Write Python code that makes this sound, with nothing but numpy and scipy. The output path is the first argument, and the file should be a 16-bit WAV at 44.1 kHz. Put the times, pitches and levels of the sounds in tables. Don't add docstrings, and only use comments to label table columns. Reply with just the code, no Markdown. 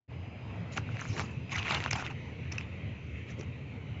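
import sys
import numpy as np
from scipy import signal
from scipy.fft import rfft, irfft, next_fast_len
from scipy.io import wavfile
from scipy.ndimage import uniform_filter1d, map_coordinates

SR = 44100
rng = np.random.default_rng(int(sys.argv[2]) if len(sys.argv) > 2 else 0)


def to_wav(sig):
    pcm = np.clip(np.atleast_2d(sig), -1, 1) * 32767
    pcm = np.round(pcm).astype(np.int16)
    wavfile.write(sys.argv[1], SR, pcm.T)


N = 176400
TIME_S = np.arange(N) / SR


def amp(db):
    return 10 ** (np.asarray(db) / 20)


def unit(x):
    return x / np.sqrt(np.mean(x ** 2) + 1e-20)


def curve(rows):
    return np.interp(TIME_S, *np.transpose(rows))


def wobble(knots_per_s):
    return map_coordinates(rng.standard_normal(4096), [TIME_S * knots_per_s], mode="wrap")


def swells(rows):
    power = sum(amp(db) ** 2 * np.exp(-((TIME_S - at_s) / np.where(TIME_S < at_s, rise_s, fall_s)) ** 2)
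                for at_s, rise_s, fall_s, db in rows)
    return np.sqrt(power)


def coloured(x, colour):
    n_fft = 2 * next_fast_len(N)
    hz, db = np.transpose(colour)
    bin_hz = np.fft.rfftfreq(n_fft, 1 / SR)
    gain_db = np.interp(np.log(bin_hz + 1), np.log(hz + 1), db)
    cepstrum = irfft(np.log(amp(gain_db)), n_fft)
    cepstrum[1:n_fft // 2] *= 2
    cepstrum[n_fft // 2 + 1:] = 0
    return unit(irfft(rfft(x, n_fft) * np.exp(rfft(cepstrum)), n_fft)[:N])


def patchy(x, depth_db, frames):
    spectrum = signal.stft(x, nperseg=512)[2]
    patches = uniform_filter1d(rng.standard_normal(spectrum.shape), 4, axis=0)
    patches = unit(uniform_filter1d(patches, frames, axis=1))
    return unit(signal.istft(spectrum * amp(depth_db * patches), nperseg=512)[1][:N])


def grit(colour, slips_per_s, spread_db):
    slips = (rng.random(N) < slips_per_s / SR) * np.sign(rng.standard_normal(N))
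    sizes = amp(spread_db * np.clip(rng.standard_normal(N), -2, 2))
    return coloured(slips * sizes, colour)


# (frequency [Hz], gain [dB])
RUMBLE_COLOUR = [(20, -27.5), (45, -22.5), (56, -27.5), (70, -4), (82, 1.5), (94, -2), (108, 0), (135, -1),
                 (175, -8.5), (245, -11.5), (340, -19), (470, -19), (700, -33), (1000, -58)]
LOW_HISS_COLOUR = [(350, -14), (600, 1), (900, -1.5), (1300, -7.5), (1800, -11), (2600, -37.5)]
HIGH_HISS_COLOUR = [(600, -23), (1300, -7), (1650, -7), (1950, 2), (2250, 6), (2550, 6), (2850, 0.5),
                    (3150, -3.5), (3450, -12), (3750, -10.5), (4200, -14), (4650, -21.5), (5100, -24.5),
                    (5600, -26.5), (5950, -19.5), (7000, -27.5), (7500, -48)]
RING_COLOUR = [(4300, -29), (4750, -4.5), (5020, -2.5), (5200, -11.5), (5500, -37.5)]
# (time [s], level [dB])
RUMBLE_LEVEL = [(.1, -43.5), (.3, -42.5), (.38, -45), (.5, -41.5), (.65, -42.5), (.75, -40.5), (.92, -40),
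                (1.0, -44), (1.06, -39.5), (1.13, -37.5), (1.32, -40), (1.48, -41.5), (1.64, -42),
                (1.8, -39.5), (2.4, -40.5), (2.78, -41.5), (2.9, -41), (3.02, -46), (3.1, -40.5),
                (3.6, -42), (4, -41.5)]
LOW_HISS_LEVEL = [(.1, -58.5), (.6, -54), (1.402, -59.5), (2.2, -60.5), (2.75, -56.5), (3.201, -63),
                  (4, -58)]
HIGH_HISS_LEVEL = [(0.101, -58.5), (.6, -53.5), (1.4, -54), (2.201, -51.5), (3, -53.5), (3.6, -55.5),
                   (4, -55.5)]
# (peak time [s], rise [s], fall [s], level [dB])
RING_SWELL = (.45, .45, 1.5, -76.5)

def room(hiss_waver_db=0.89, ring_waver_db=3):
    rumble = coloured(rng.standard_normal(N), RUMBLE_COLOUR) * amp(curve(RUMBLE_LEVEL))
    hiss = np.zeros(N)
    for colour, level in (LOW_HISS_COLOUR, LOW_HISS_LEVEL), (HIGH_HISS_COLOUR, HIGH_HISS_LEVEL):
        band = patchy(coloured(rng.standard_normal(N), colour), depth_db=2.5, frames=24)
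        hiss += band * amp(curve(level) + hiss_waver_db * wobble(16))
    ring_envelope = swells([RING_SWELL]) * amp(ring_waver_db * wobble(13))
    return rumble + hiss + ring_envelope * coloured(rng.standard_normal(N), RING_COLOUR)


# (peak time [s], half length [s], level [dB], pitch [Hz])
THROBS = [ (0.206, 0.02, -40, 86), (.49, 0.015, -39, 110), (.612, 0.024, -40, 176.6),
          (.635, 0.065, -39.5, 104.7), (0.804, 0.023, -38.5, 109), (.90, 0.029, -39, 108),
          (0.944, 0.013, -34.5, 109), (1.106, 0.01, -33.5, 102), (1.24, 0.013, -40, 124),
          (1.38, 0.0092, -34, 121), (1.59, 0.013, -33.5, 97), (1.787, 0.025, -39, 125),
          (1.934, 0.017, -37, 109), (2.565, 0.018, -40, 112), (2.866, 0.018, -35.5, 100),
          (3.47, 0.012, -38.5, 82), (3.931, 0.014, -38, 112)]

def handling_throbs(waver_rad=0.35):
    waver = waver_rad * wobble(70)
    out = np.zeros(N)
    for (at_s, half_s, db, hz), turn in zip(THROBS, rng.random(len(THROBS))):
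        boom = unit(np.sin(2 * np.pi * (hz * (TIME_S - at_s) + turn) + waver))
        out += swells([(at_s, half_s, half_s, db)]) * boom
    return out


def vary_nut_size(x, pitch_spread=0.04):
    speed = np.exp(pitch_spread * wobble(60))
    return map_coordinates(x, [np.cumsum(speed)], mode="wrap")


# (peak time [s], rise [s], fall [s], body [dB], rattle [dB], skin hiss [dB])
STROKES = [ (0.73, 0.007, 0.015, -70, -61, -50.5), (.775, 0.0094, 0.011, -44, -43, -49),
           (.95, 0.044, 0.038, -63, -52.5, -66), (1.009, 0.019, 0.038, -52.5, -52, -58),
           (1.125, 0.06, 0.042, -57, -53, -54), (1.199, 0.029, 0.024, -41.5, -43, -47),
           (1.242, 0.0045, 0.02, -54.5, -52.5, -54.5), (1.29, 0.047, 0.052, -61, -59.5, -67),
           (1.53, 0.013, 0.0052, -48, -35.5, -48), (1.561, 0.021, 0.01, -42.5, -36, -50),
           (1.583, 0.0073, 0.014, -37, -34.5, -46), (1.625, 0.026, 0.013, -48, -46.5, -58),
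           (1.680, 0.027, 0.017, -40.5, -38, -51), (1.723, 0.0092, 0.025, -37.5, -35, -47.5),
           (1.751, 0.012, 0.03, -39, -39, -50.5), (1.815, 0.013, 0.019, -43.5, -42, -55),
           (1.843, 0.008, 0.013, -41, -45, -51), (1.875, 0.0065, 0.013, -47, -45, -59),
           (1.932, 0.0075, 0.0079, -38.5, -36, -65), (1.959, 0.0052, 0.013, -38, -38, -48),
           (1.993, 0.0097, 0.021, -42.5, -41.5, -49.5), (2.063, 0.021, 0.015, -45.5, -42.5, -56),
           (2.107, 0.0076, 0.015, -47.5, -48, -62.5), (2.540, 0.016, 0.024, -53, -51.5, -63.5),
           (2.609, .018, 0.018, -58, -52, -68), (3.305, 0.026, 0.02, -57.5, -50.5, -68),
           (3.425, 0.018, 0.013, -59, -62, -75)]
# (frequency [Hz], gain [dB])
BODY_COLOUR = [(50, -15.5), (200, -1.5), (450, -13), (750, 1), (1100, 0.5), (1450, -0.5), (1900, -11),
               (3000, -35)]
RATTLE_COLOUR = [(900, -21), (1650, -12), (2100, 0.5), (2750, 0.5), (3050, -9), (3350, -14), (3900, -13),
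                 (4600, -26), (7000, -47.5)]
SKIN_COLOUR = [(2500, -19.5), (3800, 0), (4700, -0.5), (5400, -0.5), (6300, 3.5), (7000, 0), (7600, -9.5)]

def rubbing(flutter_db=0.5):
    timing, levels_db = np.hsplit(np.array(STROKES), [3])
    pressure = unit(amp(flutter_db * wobble(170)))
    out = np.zeros(N)
    for db, colour in zip(levels_db.T, (BODY_COLOUR, RATTLE_COLOUR, SKIN_COLOUR)):
        slips = vary_nut_size(grit(colour, slips_per_s=3000, spread_db=1.5))
        out += swells(np.column_stack([timing, db])) * patchy(slips, depth_db=3.5, frames=3)
    return pressure * out


# (time [s], level [dB], pitch [Hz], ring scale [cycles])
KNOCKS = [ (0.768, -27, 1280, 0.5), (0.7764, -23.5, 2300, 2), (0.7797, -19.5, 1370, 2),
          (0.8903, -35.5, 1350, 2.8), (0.9697, -29, 2030, 1.5), (.9940, -31.5, 1900, 2.8),
          (1.0010, -34, 2000, 4.5), (1.0164, -28.5, 1440, 2.7), (1.021, -32, 1500, 2),
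          (1.0538, -30.5, 1480, 1.7), (1.1660, -30.5, 1880, 3.8), (1.1805, -24.5, 1270, 0.39),
          (1.1957, -16, 1450, 0.65), (1.2035, -25.5, 1130, 0.74), (1.2146, -26, 1435, 0.61),
          (1.4950, -34.5, 2460, 6.9), (1.5452, -32, 1860, 0.66), (1.5592, -24, 2220, 3.6),
          (1.581, -24, 1550, 1.07), (1.6295, -24.5, 2400, 1.8), (1.651, -31, 2360, 2),
          (1.6694, -24, 2000, 1.8), (1.6814, -24.5, 2050, 3.7), (1.6930, -26.5, 1150, 2.5),
          (1.7091, -18, 1260, 1.9), (1.7155, -26, 1700, 1.5), (1.725, -25, 2590, 1.1),
          (1.731, -26, 1330, 2), (1.7470, -16.5, 2900, 1.8), (1.7521, -25, 1290, 1.5),
          (1.76, -29, 1200, 1.6), (1.7667, -27, 1930, 1.6), (1.7713, -28, 1110, 1.8),
          (1.8037, -22, 2520, 0.92), (1.8254, -25, 2030, 0.71), (1.8401, -20.5, 2010, 0.65),
          (1.8617, -16.5, 1340, 1.04), (1.9125, -26.5, 1500, 1.6), (1.9315, -21, 1290, 1.4),
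          (2.025, -23.5, 1290, 1.3), (2.0650, -23, 2390, 1.2), (2.5823, -22.5, 2625, 8.8),
          (2.6104, -29.5, 2400, 4.2), (3.4122, -33, 2580, 0.51)]
# (frequency [x pitch], gain [dB], time constant [x ring scale])
SHELL_MODES = [(.55, -5.5, 0.12), (1.001, 5.5, 0.3), (1.45, -27.5, 0.21), (2.1, -12, 0.24),
               (3.199, -36, 0.56)]

def knocks(mode_spread=0.0057, chatter_s=0.0021, chatter_db=-15):
    out = np.zeros(N + SR)
    t = TIME_S[:SR // 40]
    for at_s, db, hz, cycles in KNOCKS:
        ring = np.zeros(len(t))
        for ratio, mode_db, life in SHELL_MODES:
            detune, turn = rng.standard_normal(2)
            mode_hz = hz * ratio * (1 + mode_spread * detune)
            age = t * hz / (cycles * life)
            ring += amp(mode_db) * age * np.exp(-age) * np.sin(2 * np.pi * (mode_hz * t + turn))
        rebounds = rng.standard_normal(len(t)) * t * np.exp(-t / chatter_s)
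        chatter = np.convolve(ring, rebounds)[:len(t)]
        chatter *= amp(chatter_db) * np.linalg.norm(ring) / np.linalg.norm(chatter)
        out[round(at_s * SR):][:len(t)] += amp(db) * (ring + chatter) / np.abs(ring).max()
    return out[:N]


def heap_scatter(contacts, t60_s=0.12, onset_s=0.0072, level_db=-14.5):
    t = TIME_S[:SR // 4]
    tail = rng.standard_normal(len(t)) * amp(-60 * t / t60_s) * (1 - np.exp(-t / onset_s))
    return amp(level_db) * signal.fftconvolve(contacts, tail / np.linalg.norm(tail))[:N]


# (peak time [s], half length [s], rattle [dB], squeak [dB], squeak pitch [Hz])
RASPS = [ (0.7755, 0.002, -35, -43.5, 6300), (1.0127, 0.0011, -61, -42.5, 6430),
         (1.565, .001, -51, -39, 5900), (1.702, .006, -50, -35, 2810), (1.711, 0.0011, -32, -29, 4000),
         (1.724, .003, -43, -37, 3800), (1.7485, 0.0032, -42, -31.5, 3940),
         (1.9121, 0.0022, -30.5, -32.5, 6370), (1.9318, 0.0015, -29, -29, 5280),
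         (2.5236, 0.0031, -40.5, -40.5, 5580), (2.5832, 0.0017, -41, -42.5, 5750),
         (3.31, 0.009, -62, -59, 6130), (3.396, 0.0039, -66, -57, 6000), (3.41, 0.0035, -66, -59, 5700),
         (3.4116, 0.0012, -47, -48.5, 5750), (3.434, 0.0014, -51, -61, 6500)]
# (frequency [x pitch], gain [dB])
SQUEAK_COLOUR = [(.4, -43), (0.679, -18.5), (0.879, -3), (1, 3.5), (1.122, -7.5), (1.35, -18.5)]

def rasps(slips_per_s=9000, spread_db=1):
    rattle_envelope = swells([(at_s, half_s, half_s, db) for at_s, half_s, db, _, _ in RASPS])
    out = rattle_envelope * grit(RATTLE_COLOUR, slips_per_s, spread_db)
    for at_s, half_s, _, squeak_db, hz in RASPS:
        colour = [(ratio * hz, db) for ratio, db in SQUEAK_COLOUR]
        out += swells([(at_s, half_s, half_s, squeak_db)]) * grit(colour, slips_per_s, spread_db)
    return out


# (peak time [s], rise [s], fall [s], level [dB])
BUMPS = [(.785, 0.016, 0.014, -50.5), (1.198, 0.038, 0.023, -40.5), (1.735, 0.081, 0.073, -51),
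         (3.40, 0.019, 0.025, -47)]
# (frequency [Hz], gain [dB])
BUMP_COLOUR = [(100, -10), (210, -3.5), (420, 1.5), (600, -7.5), (1000, -36.5)]

def bumps():
    return swells(BUMPS) * grit(BUMP_COLOUR, slips_per_s=760, spread_db=9.5)


def scene():
    contacts = knocks() + rasps()
    mono = rubbing() + bumps() + handling_throbs() + contacts + heap_scatter(contacts) + room()
    return np.array([mono, mono])


def record(dry, start_s=0.078, fade_s=0.026, cutoff_hz=7560):
    fade = np.clip((TIME_S - start_s) / fade_s, 0.002, 1)
    n_fft = next_fast_len(N + SR // 2)
    low_pass = 1 / np.sqrt(1 + (np.fft.rfftfreq(n_fft, 1 / SR) / cutoff_hz) ** 200)
    return irfft(rfft(dry * fade, n_fft) * low_pass, n_fft)[:, :N]


dry = scene()
out = record(dry)
to_wav(out)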